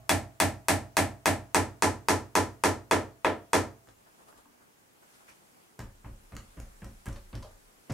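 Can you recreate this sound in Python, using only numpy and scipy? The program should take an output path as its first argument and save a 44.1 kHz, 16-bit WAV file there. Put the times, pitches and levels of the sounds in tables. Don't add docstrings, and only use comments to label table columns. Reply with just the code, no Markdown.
import sys
import numpy as np
from scipy import signal
from scipy.fft import rfft, irfft, next_fast_len
from scipy.io import wavfile
from scipy.ndimage import uniform_filter1d

SR = 44100
rng = np.random.default_rng(int(sys.argv[2]) if len(sys.argv) > 2 else 0)


def materialize(psi):
    bounded = np.clip(np.atleast_2d(psi).T, -1, 1)
    quanta = np.round(bounded * 32767).astype(np.int16)
    wavfile.write(sys.argv[1], SR, quanta)


def ratio_of_db(decibels):
    return 10 ** (np.asarray(decibels, float) / 20)


N = 349713
HZ = np.fft.rfftfreq(512, 1 / SR)

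BLOW_S = [.0932, .4009, .6839, .9683, 1.2571, 1.5456, 1.8225, 2.0848, 2.3529, 2.6372, 2.911, 3.2463, 3.532]
# peak in dB, dB lost by a glancing face, then jamb, nail shank and trim in dB.
BLOWS = [(-18.5, 0, -18, -1, -5), (-18, -0.5, -17, -6.5, -7), (-18, -0.3, -13, -9, -10),
         (-17.5, -1.5, -13, -31, -9), (-17.5, -2, -10.5, -25, -1), (-17.5, -1.5, -11, -19, 5.5),
         (-18, -1, -10, -19.5, 5.5), (-18, -1.5, -12, -30, 5), (-18, -2, -9.5, -26, 5.5),
         (-17.5, -2.5, -5.5, -24, 0.5), (-17, -6, -2.5, -8, -8.5), (-19.5, -14, -0.5, -27, 2.5),
         (-17, -3, -3.5, -7, -3)]


def evened(x):
    return x / np.sqrt(np.mean(x ** 2) + 1e-20)


def read(points, hz):
    f, value = np.transpose(points)
    return np.interp(np.log(hz + 1), np.log(f + 1), value)


def above(x, hz):
    return signal.sosfilt(signal.butter(2, hz, "high", fs=SR, output="sos"), x)


def add(mix, s, sound):
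    at = round(s * SR)
    part = mix[..., max(at, 0):max(at + sound.shape[-1], 0)]
    part += sound[..., max(-at, 0):][..., :part.shape[-1]]


def pulse(spectrum, size=4096):
    hz = abs(np.fft.fftfreq(size, 1 / SR))
    log = np.log(ratio_of_db(np.maximum(read(spectrum, hz), -90)))
    h = np.fft.ifft(np.exp(log - 1j * signal.hilbert(log).imag)).real[:size // 2]
    return h / np.linalg.norm(h)


def ring(modes, rise_s, size=22050, chance=1, spread=0.025, longest_s=0.67):
    t, port = np.arange(size) / SR, np.array([[1], [-1]])
    x = 0
    for k, (hz, db, t60) in enumerate(modes):
        start, apart, lean = rng.uniform(-1.066, 1, 3)
        turns = hz * t + chance * start + spread * apart * port
        level_db = db - 60 * t / min(t60, longest_s) + 15 * spread * lean * port
        x = x + (-1) ** k * ratio_of_db(level_db) * np.sin(2 * np.pi * turns)
    x = x * (1 - np.exp(-t / rise_s)) ** 2
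    return x / abs(x).max()


def noise(gain, same, size, patchy_db):
    a, b, c, d, patches = rng.standard_normal((size // 128 + 5, 257, 5), dtype=np.float32).T
    patches = evened(uniform_filter1d(uniform_filter1d(patches, 12, axis=0), 14, axis=1))
    like = np.clip(read(same, HZ), -1, 1)[:, None]
    left = a + 1j * b
    right = like * left + np.sqrt(1 - like ** 2) * (c + 1j * d)
    z = np.array([left, right]) * gain * ratio_of_db(patchy_db * patches)
    return signal.istft(z, nperseg=512, noverlap=384)[1][:, :size] / np.sqrt(342)


def tightness(s):
    # time in seconds, how far the nail is seated (0-1).
    seating = [(.1, 0.18), (1.26, 0.3), (1.55, 0.74), (2.1, 0.98), (3.6, 0.97)]
    return np.clip(np.interp(s, *np.transpose(seating)), 0, 1)


def all_blows():
    times = [BLOW_S[0] - .29, *BLOW_S]
    return [(s, row[0], row[1]) for s, row in zip(times, BLOWS[:1] + BLOWS)]


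def hammer():
    # pitch in Hz, level in dB per Hz.
    proud_knock = [(82, -54), (140, -13.5), (173, -8.5), (247, -8), (279, -2.5), (436, -19), (680, -6),
                   (1170, -20.5), (1520, -21), (1730, -14), (2750, -20.5), (5000, -34), (6500, -59),
                   (11000, -120)]
    # pitch in Hz, level in dB per Hz.
    gripped_knock = [(80, -32), (140, -15), (283, -0.5), (420, -2), (620, -10), (760, -6), (930, -6.5),
                     (1080, -13), (1340, -9.5), (1500, -15.5), (1800, -11), (2500, -18.5), (3300, -21.5),
                     (5000, -31), (9000, -58.5)]
    # pitch in Hz, level in dB per Hz.
    proud_tick = [(2120, -25), (3500, -9), (3900, -3.5), (7300, -2.5), (7880, 1.5), (12900, -8.5),
                  (16100, -15), (16500, -38)]
    # pitch in Hz, level in dB per Hz.
    flush_tick = [(2120, -39), (3500, -17.5), (3900, -3), (5620, 0), (8780, -0.5), (14300, -12),
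                  (15700, -31), (16500, -69.5)]
    # delay in seconds, level in dB.
    spike_echoes = [(0, 0), (.0011, -5), (.0032, -5), (.0196, -9), (.0206, -6)]
    proud_knock, gripped_knock = pulse(proud_knock), pulse(gripped_knock)
    proud_tick, flush_tick = pulse(proud_tick), pulse(flush_tick)
    u = (np.arange(61) - 30) / SR / 0.00015
    spike = (0.77 * u ** 2 - 1) * np.exp(-u ** 2 / 2)
    chatter_fade = np.exp(-np.arange(600) / SR / 0.0043)
    steel, wood, body = np.zeros(N), np.zeros(N), np.zeros((2, N))
    for s, db, miss_db in all_blows():
        seat = tightness(s)
        tick_db = db - 10 + miss_db
        tick = (1 - seat ** 4) * proud_tick + seat ** 4 * flush_tick
        add(steel, s, ratio_of_db(tick_db + 17.0) * tick)
        chatter = rng.standard_normal(600) * chatter_fade
        shiver = signal.oaconvolve(chatter / np.linalg.norm(chatter), tick)
        add(body, s, ratio_of_db(tick_db + 29.5) * shiver)
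        push = -ratio_of_db(db + 12.5) * ((1 - seat) * proud_knock + seat * gripped_knock)
        add(wood, s + 0.001618, push)
        add(body, s + .0014, 2.2 * above(push, 380))
        for late_s, echo_db in spike_echoes:
            add(body, s + late_s + .0015 - 30 / SR, ratio_of_db(db + 8 + echo_db) * spike)
    return steel, wood, body


def trim_and_wall():
    # pitch in Hz, level in dB, seconds to fade by 60 dB.
    loose_trim = [(577, -25, 0.059), (633, -11, 0.41), (693, -7.5, 0.34), (783, -15, 0.075),
                  (814, -8.5, 0.32), (834, -12, 0.23), (1072, -20, 0.36), (1348, -10.5, 0.26)]
    # pitch in Hz, level in dB, seconds to fade by 60 dB.
    tight_trim = [(334, -8.5, 0.15), (633, 11, 0.49), (826, -9, 0.4), (880, -6.5, 0.14), (1013, 11.5, 0.27),
                  (1344, 6, 0.35), (536, -0.5, 0.25), (707, -6, 0.21), (1805, -5, 0.31), (383.5, 8.5, 0.21),
                  (470, -4, 0.084)]
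    # pitch in Hz, level in dB, seconds to fade by 60 dB.
    pane = [(666.5, -1, 0.76), (662, -6.5, 0.72)]
    # pitch in Hz, level in dB, seconds to fade by 60 dB.
    boom = [(91.5, 13.5, 0.22), (101.1, 0, 0.35), (59, -12, 0.44), (125.1, -7.5, 0.45)]
    # pitch in Hz, level in dB, seconds to fade by 60 dB.
    thump = [(276.5, 1, 0.16), (282.3, 0.5, 0.2), (191, 7.5, 0.064), (238.4, -10, 0.42), (462, -13, 0.15)]
    # pitch in Hz, level in dB, seconds to fade by 60 dB.
    board = [(1687, -1, 0.15), (1935, 5.5, 0.065), (2400, 0.5, 0.031), (2567, 4, 0.04), (3390, -5.5, .05),
             (1841, -4.5, 0.056)]
    # pitch in Hz, level in dB, seconds to fade by 60 dB.
    grip = [(610, 17.5, 0.017), (467, 7.5, .02), (917, 23, 0.033), (1034, -1, 0.14)]
    loose_trim = ring(loose_trim, rise_s=0.021, longest_s=0.53)
    tight_trim = ring(tight_trim, rise_s=0.019, longest_s=0.18)
    pane = ring(pane, rise_s=0.069)
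    boom = ring(boom, rise_s=0.06, chance=0, spread=0.042)
    thump = ring(thump, rise_s=0.008, chance=0)
    board = ring(board, rise_s=0.00069, chance=0)
    grip = ring(grip, rise_s=0.00017)
    body = np.zeros((2, N))
    for s, db, miss_db in all_blows():
        seat = tightness(s)
        boom_db = -11 - 0.8 * s + 0.47 * miss_db
        thump_db = -5.5 + 6 * seat + 0.88 * miss_db
        add(body, s + 0.00071, ratio_of_db(db + 1.0 - 0.195 * miss_db) * board)
        add(body, s + 0.00071, ratio_of_db(db + 4.5) * (0.414 + 1.06 * seat) * grip)
        add(body, s, ratio_of_db(db - 7.5) * ((1 - seat) * loose_trim + seat * tight_trim))
        add(body, s, ratio_of_db(db - 33) * (1 - 0.36 * seat) * pane)
        add(body, s + 0.00812, ratio_of_db(db + thump_db - 8.5) * thump)
        add(body, s + 0.013, ratio_of_db(db + boom_db + 3.0) * boom)
    return body


def jamb():
    # pitch in Hz, level in dB, seconds to fade by 60 dB.
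    jamb_modes = [(479.4, 4, 0.15), (529.5, 3, 0.22), (614, 2, 0.28), (660, -5.5, 0.18), (779, -11, 0.12),
                  (786, -9.5, 0.21), (941, -3, 0.13)]
    # pitch in Hz, level in dB, seconds to fade by 60 dB.
    shank = [(3420, -2.5, .07), (2286, -4.5, 0.033), (2670, -3.5, 0.023)]
    # pitch in Hz, level in dB, seconds to fade by 60 dB.
    hollow = [(622, 1.5, 0.32), (692, -3, 0.38), (540, -5, 0.37), (447, -1, 0.35)]
    # pitch in Hz, level in dB, seconds to fade by 60 dB.
    buzz = [(2180, 0, 0.25), (2360, 0, .28), (2450, -2, .3), (2650, -5.5, 0.24), (2810, -5, 0.3),
            (3340, -2, .25), (3470, -3.5, .25)]
    # pitch in Hz, level in dB, seconds to fade by 60 dB.
    strip = [(850, 2, 0.3), (869, 1.5, 0.41), (920, -6.5, 0.13), (1002, 1.5, 0.27), (764, -5, 0.13),
             (1150, -9, 0.08)]
    out = np.zeros((2, N))
    for s, (db, _, jamb_db, shank_db, trim_db) in zip(BLOW_S, BLOWS):
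        jamb_ring = ring(jamb_modes, rise_s=0.0015, size=9000, chance=0.59, spread=0.041)
        add(out, s + 0.001125, ratio_of_db(db + jamb_db) * jamb_ring)
        shank_ring = ring(shank, rise_s=0.0011, size=4000, chance=0.21, spread=.05)
        add(out, s + .001, ratio_of_db(db + shank_db) * shank_ring)
        hollow_ring = ring(hollow, rise_s=0.017, size=12000, spread=0.076)
        add(out, s + 0.00507, ratio_of_db(db + jamb_db - 7.5) * hollow_ring)
        add(out, s + .01, ratio_of_db(db - 22) * ring(buzz, rise_s=0.014, size=10000, spread=.1))
        strip_db = trim_db - 21 + 10 * tightness(s)
        strip_ring = ring(strip, rise_s=0.015, size=10000, chance=0.42, spread=.05, longest_s=0.25)
        add(out, s + 0.00406, ratio_of_db(db + strip_db) * strip_ring)
    return out


def taps():
    # start in seconds, peak in dB, floor thud in dB, scuff in dB.
    tap_rows = [
        (3.872, -63, -75, -7),
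        (4.34, -75, -77, -7),
        (5.788, -43.5, -52.5, -5),
        (6.043, -43.5, -52.5, -9),
        (6.321, -43, -52.5, -9),
        (6.568, -46.5, -50.5, -2.5),
        (6.819, -44.5, -49.5, -2.5),
        (7.06, -37.5, -45.5, -8),
        (7.328, -39, -47, -9),
        (7.896, -36, -49, 0.5),
    ]
    # pitch in Hz, level in dB per Hz.
    dull_knock = [(120, 0.5), (200, 4.5), (450, -14), (542, -6), (670, -14), (1410, -18.5), (3120, -27.5),
                  (6000, -80), (7800, -79), (13200, -120)]
    # pitch in Hz, level in dB, seconds to fade by 60 dB.
    joists = [(27.55, 4.5, 0.89), (35.4, 2, 0.94), (44.6, -3, 0.82), (55.9, 18.5, 0.27), (64.1, 7, 0.17)]
    # pitch in Hz, level in dB, seconds to fade by 60 dB.
    frame = [(89.4, -3, 0.71), (112, 6.5, 0.28), (125.7, 0, 0.27), (184, -16, 0.081), (229, -6, 0.19),
             (290.8, 0, 0.19), (361, -13.5, 0.38)]
    # pitch in Hz, level in dB, seconds to fade by 60 dB.
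    glass = [(545, 14, 0.43), (1280, -30, 0.24)]
    knock, t = pulse(dull_knock), np.arange(6000) / SR
    scuff_shape = np.exp(-t / 0.062) * (1 - np.exp(-t / 0.0016))
    air, body = np.zeros(N), np.zeros((2, N))
    for s, db, thud_db, scuff_db in tap_rows:
        add(air, s, ratio_of_db(db + 13.5) * knock)
        scuff = rng.standard_normal((2, 6000)) * scuff_shape
        scuff = scuff + 0.97 * scuff[::-1]
        add(body, s, ratio_of_db(db + scuff_db) * signal.oaconvolve(scuff, knock[None], axes=1))
        thud = ring(joists, rise_s=0.018, chance=0.38, spread=0.0056, longest_s=0.91)
        add(body, s, ratio_of_db(thud_db + 12.5) * thud)
        hum = ring(frame, rise_s=0.017, chance=0.2, spread=0.009, longest_s=0.51)
        add(body, s, ratio_of_db(db + 5) * hum)
        add(body, s, ratio_of_db(db - 20.5) * ring(glass, rise_s=0.032, size=13000))
    return air, body


def clicks():
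    # start in seconds, peak in dB, snap in dB, snap pitch in Hz.
    click_rows = [(3.8727, -55, -16, 7050), (3.8866, -51.5, -17, 5100), (4.3261, -64.5, 6, 744),
                  (4.4558, -64, -5, 885), (5.7917, -34, -19.5, 6940), (6.046, -58, 1.5, 880),
                  (6.3216, -45.5, -24, 3180), (6.352, -56, -8, 6970), (6.3658, -33.5, -18.5, 6950),
                  (6.6004, -43.5, -14.5, 6760), (6.8188, -54, -9, 1700), (6.8443, -43.5, -15, 7040),
                  (7.0654, -54, -2, 1750), (7.0856, -38, -17, 6600), (7.3297, -46.5, -14, 2190),
                  (7.3528, -40.5, -14.5, 4900), (7.9214, -44.5, -7, 6940)]
    # start in seconds, peak in dB, snap in dB, snap pitch in Hz.
    scrape_rows = [
        (5.29, -49, -10.5, 5660),
        (5.799, -33, -22, 5430),
        (7.056, -34.5, -14, 7800),
        (7.124, -41.5, -14, 6100),
        (7.155, -37, -16, 4130),
        (7.445, -57.5, 9.5, 593),
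        (7.424, -38.5, -12.5, 4610),
        (7.898, -42.5, -5.5, 5030),
    ]
    # factor on the snap pitch, level in dB.
    snap_colour = [(.3, -51), (.7, -13.5), (1, -6), (1.4, -13), (2.2, -22), (4, -47)]
    t = np.arange(4000) / SR
    ping = np.sin(2 * np.pi * 1280 * t[:400]) * np.exp(-t[:400] / 0.00019) / 2
    click = ratio_of_db(-12.5 - 60 * t / 0.063)
    scrape = ratio_of_db(-1.5 - 60 * t / 0.053) * (1 - np.exp(-t / 0.0038))
    contact = 0.41 * np.exp(-t / .002) * (1 - np.exp(-t / 0.0002))
    air = np.zeros(N)
    for rows, shape, lead in ((click_rows, click, contact), (scrape_rows, scrape, 0)):
        for s, db, snap_db, snap_hz in rows:
            hit = rng.random(4000) < 2200 / SR
            grains = rng.standard_normal(4000) * (shape * hit + lead)
            snap = pulse([(k * snap_hz, level_db) for k, level_db in snap_colour], size=800)
            add(air, s, ratio_of_db(db - 3) * np.convolve(grains, ping + ratio_of_db(snap_db + 8.5) * snap))
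    return air


def short_notes(rows):
    out = np.zeros((2, N))
    for s, db, hz, t60 in rows:
        add(out, s, ratio_of_db(db) * ring([(hz, 0, t60)], rise_s=0.00073, size=6000))
    return out


def sill():
    # start in seconds, level in dB.
    set_down = [
        (4.324, -63),
        (4.457, -56),
    ]
    # pitch in Hz, level in dB, seconds to fade by 60 dB.
    sill_modes = [(251.4, -3, 0.5), (289, 3.5, 0.22), (243, 0, 0.41)]
    out = np.zeros((2, N))
    for s, db in set_down:
        add(out, s, ratio_of_db(db) * ring(sill_modes, rise_s=0.0018))
    return out


def cloth_and_hiss():
    # loudest moment in seconds, level in dB, pitch in Hz, fine weave in dB.
    rustles = [(3.89, -65, 650, -68), (4.07, -64, 1150, -83), (4.195, -60.5, 850, -79),
               (4.286, -59, 990, -64), (4.329, -64, 760, -73), (4.38, -65, 900, -63.5),
               (4.462, -71, 900, -82), (4.625, -66, 1200, -72), (5.03, -68, 1110, -70),
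               (5.15, -71, 3200, -66), (5.21, -62, 1090, -77), (5.29, -58.5, 1720, -63.5),
               (5.31, -77, 2500, -71), (5.43, -70, 850, -79), (5.57, -67, 740, -79)]
    # time in seconds, level in dB.
    brush = [
        (3.8, -88),
        (4.2, -71),
        (4.5, -85),
        (4.95, -79),
        (5.1, -70),
        (5.65, -73),
        (5.8, -77.5),
        (6.5, -69.5),
        (7.93, -72),
    ]
    # factor on the fold pitch, level in dB.
    fold_colour = [(.15, -20), (.6, 0), (1, -2), (1.35, 1), (2.5, -30), (8, -62.5)]
    # pitch in Hz, level in dB per Hz.
    weave_colour = [(1500, 5.5), (4000, -2), (10000, 0), (13000, -6), (16000, -27)]
    # pitch in Hz, level in dB per Hz.
    creak_colour = [(20, -4), (60, 0), (110, -21), (250, 8), (400, -25), (800, -48)]
    # pitch in Hz, level in dB per Hz.
    hiss_colour = [(12, -30.5), (20, -1), (44, -22.5), (104, -3), (325, -1), (653, -6.5), (772, -3),
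                   (3030, -15), (3800, -18), (7190, -16), (15700, -21)]
    # pitch in Hz, left-right likeness (-1 to 1).
    hiss_same = [(60, 0.54), (240, 0.27), (950, -0.49), (3770, -0.081), (15000, 0.46)]

    def unit(gain):
        return gain ** 2 / np.mean(gain ** 2, axis=0)

    t = np.arange(N // 128 + 5) * 128 / SR
    factor, shape_db = np.transpose(fold_colour)
    weave = unit(ratio_of_db(read(weave_colour, HZ)))[:, None]
    creak = unit(ratio_of_db(read(creak_colour, HZ)))[:, None]
    power = weave * ratio_of_db(np.interp(t, *np.transpose(brush), -120) + 9.5) ** 2
    for s, db, hz, weave_db in rustles:
        fold = unit(ratio_of_db(np.interp(np.log((HZ[:, None] + 1) / hz), np.log(factor), shape_db)))
        crest = ratio_of_db(np.minimum(600 * (t - s), 245 * (s - t))) ** 2
        crease = fold * ratio_of_db(db + 6.5) ** 2 + weave * ratio_of_db(weave_db + 7.5) ** 2 + creak * ratio_of_db(db - 7) ** 2
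        power = power + crest * crease
    hiss = unit(ratio_of_db(read(hiss_colour, HZ)))[:, None] * ratio_of_db(-60 + 0.5) ** 2
    hiss = hiss * (HZ[:, None] < 15800)
    return noise(np.sqrt(power + hiss), hiss_same, N, patchy_db=0.9)


def room(wet_db, build_s):
    # delay in seconds, level in dB.
    echoes = [(.0032, -13), (.005, -11), (.017, -14), (.0205, -12)]
    # pitch in Hz, seconds to fade by 60 dB.
    fade_s = [(60, 0.54), (160, 0.32), (420, 0.3), (1100, 0.31), (2900, 0.25), (6000, 0.26), (10000, 0.23),
              (15000, 0.21)]
    # pitch in Hz, left-right likeness (-1 to 1).
    same = [(60, 0.65), (180, 0.99), (550, 0.55), (1650, 0.65), (4970, 0.39), (15000, 0.044)]
    # pitch in Hz, left minus right in dB.
    lean = [(60, -4), (180, -2.5), (550, 0), (1650, 1.5), (4970, -1), (15000, 1)]
    size = SR // 2
    hz, t, z = signal.stft(noise(1, same, size, patchy_db=-1.0), SR, nperseg=256)
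    local_power = uniform_filter1d(uniform_filter1d(abs(z) ** 2, size=5, axis=1), size=7, axis=2)
    z = z / np.sqrt(local_power)
    side = np.array([.5, -.5])[:, None, None]
    z = z * ratio_of_db(-60 * t / read(fade_s, hz)[:, None] + side * read(lean, hz)[:, None])
    z = z * (1 - np.exp(-t * (hz[:, None] + 20) / 4.0))
    z = z * (hz[:, None] < 15160)
    tail = signal.istft(z, SR, nperseg=256)[1][:, :size]
    tail = tail * (1 - np.exp(-np.arange(size) / SR / build_s))
    out = ratio_of_db(wet_db) * tail / np.linalg.norm(tail[0])
    out[:, 0] += .6
    for s, db in echoes:
        out[:, round(s * SR)] += ratio_of_db(db + rng.uniform(-2, 2, 2)) * rng.choice([-1, 1])
    return out


def ports(x):
    # pitch in Hz, radians the left microphone leads.
    port_turn = [(40, -.2), (90, -0.26), (340, -0.49), (900, -0.2), (2500, 0.23)]
    # pitch in Hz, left minus right in dB.
    port_lean = [(40, 1), (90, -2), (290, -1.5), (640, -1), (2000, 1.5), (4000, 3)]
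    size = next_fast_len(N + 4096)
    hz, half = np.fft.rfftfreq(size, 1 / SR), np.array([[.5], [-.5]])
    shift = np.exp(1j * half * read(port_turn, hz))
    return irfft(rfft(x, size) * ratio_of_db(half * read(port_lean, hz)) * shift, size)[:, :N]


def scene():
    # start in seconds, level in dB, pitch in Hz, seconds to fade by 60 dB.
    sash_notes = [
        (6.372, -54, 1470, .05),
        (6.574, -60, 1730, .05),
        (6.819, -55, 1680, 0.065),
        (7.065, -43, 1630, 0.055),
        (7.088, -51, 1450, .05),
        (7.33, -59, 1700, 0.046),
    ]
    # start in seconds, level in dB, pitch in Hz, seconds to fade by 60 dB.
    nudges = [
        (4.457, -58, 900, .06),
        (4.62, -67, 1200, .12),
        (5.285, -67, 1700, .15),
        (5.3, -70, 2400, .1),
        (5.792, -54, 2100, .04),
        (6.05, -54, 900, .08),
        (7.066, -52, 2240, .05),
        (7.165, -52, 573, 0.22),
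        (7.425, -49, 1006, 0.11),
        (7.43, -52, 571, .25),
    ]
    hammer_steel, hammer_wood, hammer_body = hammer()
    body = hammer_body + trim_and_wall() + jamb()
    tap_air, tap_body = taps()
    click = clicks()
    steel = hammer_steel + ratio_of_db(-1.5) * click
    wood = hammer_wood + tap_air
    mix = ports(body) + 4.9 * click + tap_body
    for source in (wood, steel):
        echo = room(wet_db=13.5, build_s=0.0055)
        mix = mix + signal.oaconvolve(source[None], echo, axes=1)[:, :N]
    return mix + sill() + short_notes(sash_notes) + short_notes(nudges) + cloth_and_hiss()


def top_cut(x):
    return signal.sosfilt(signal.butter(12, 16840, fs=SR, output="sos"), x)


def record(dry):
    power_db = 10 * np.log10(abs(uniform_filter1d((dry ** 2).mean(0), 130)) + 1e-12)
    fall = np.arange(N) * 1000.0 / SR
    held_db = np.maximum.accumulate(power_db + fall) - fall
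    over_db = np.maximum(held_db + 19.5, 0)
    cut_db = 0.8 * uniform_filter1d(over_db, size=90, origin=40)
    return top_cut(above(dry / ratio_of_db(cut_db), 25))


dry = scene()
out = record(dry)
materialize(out)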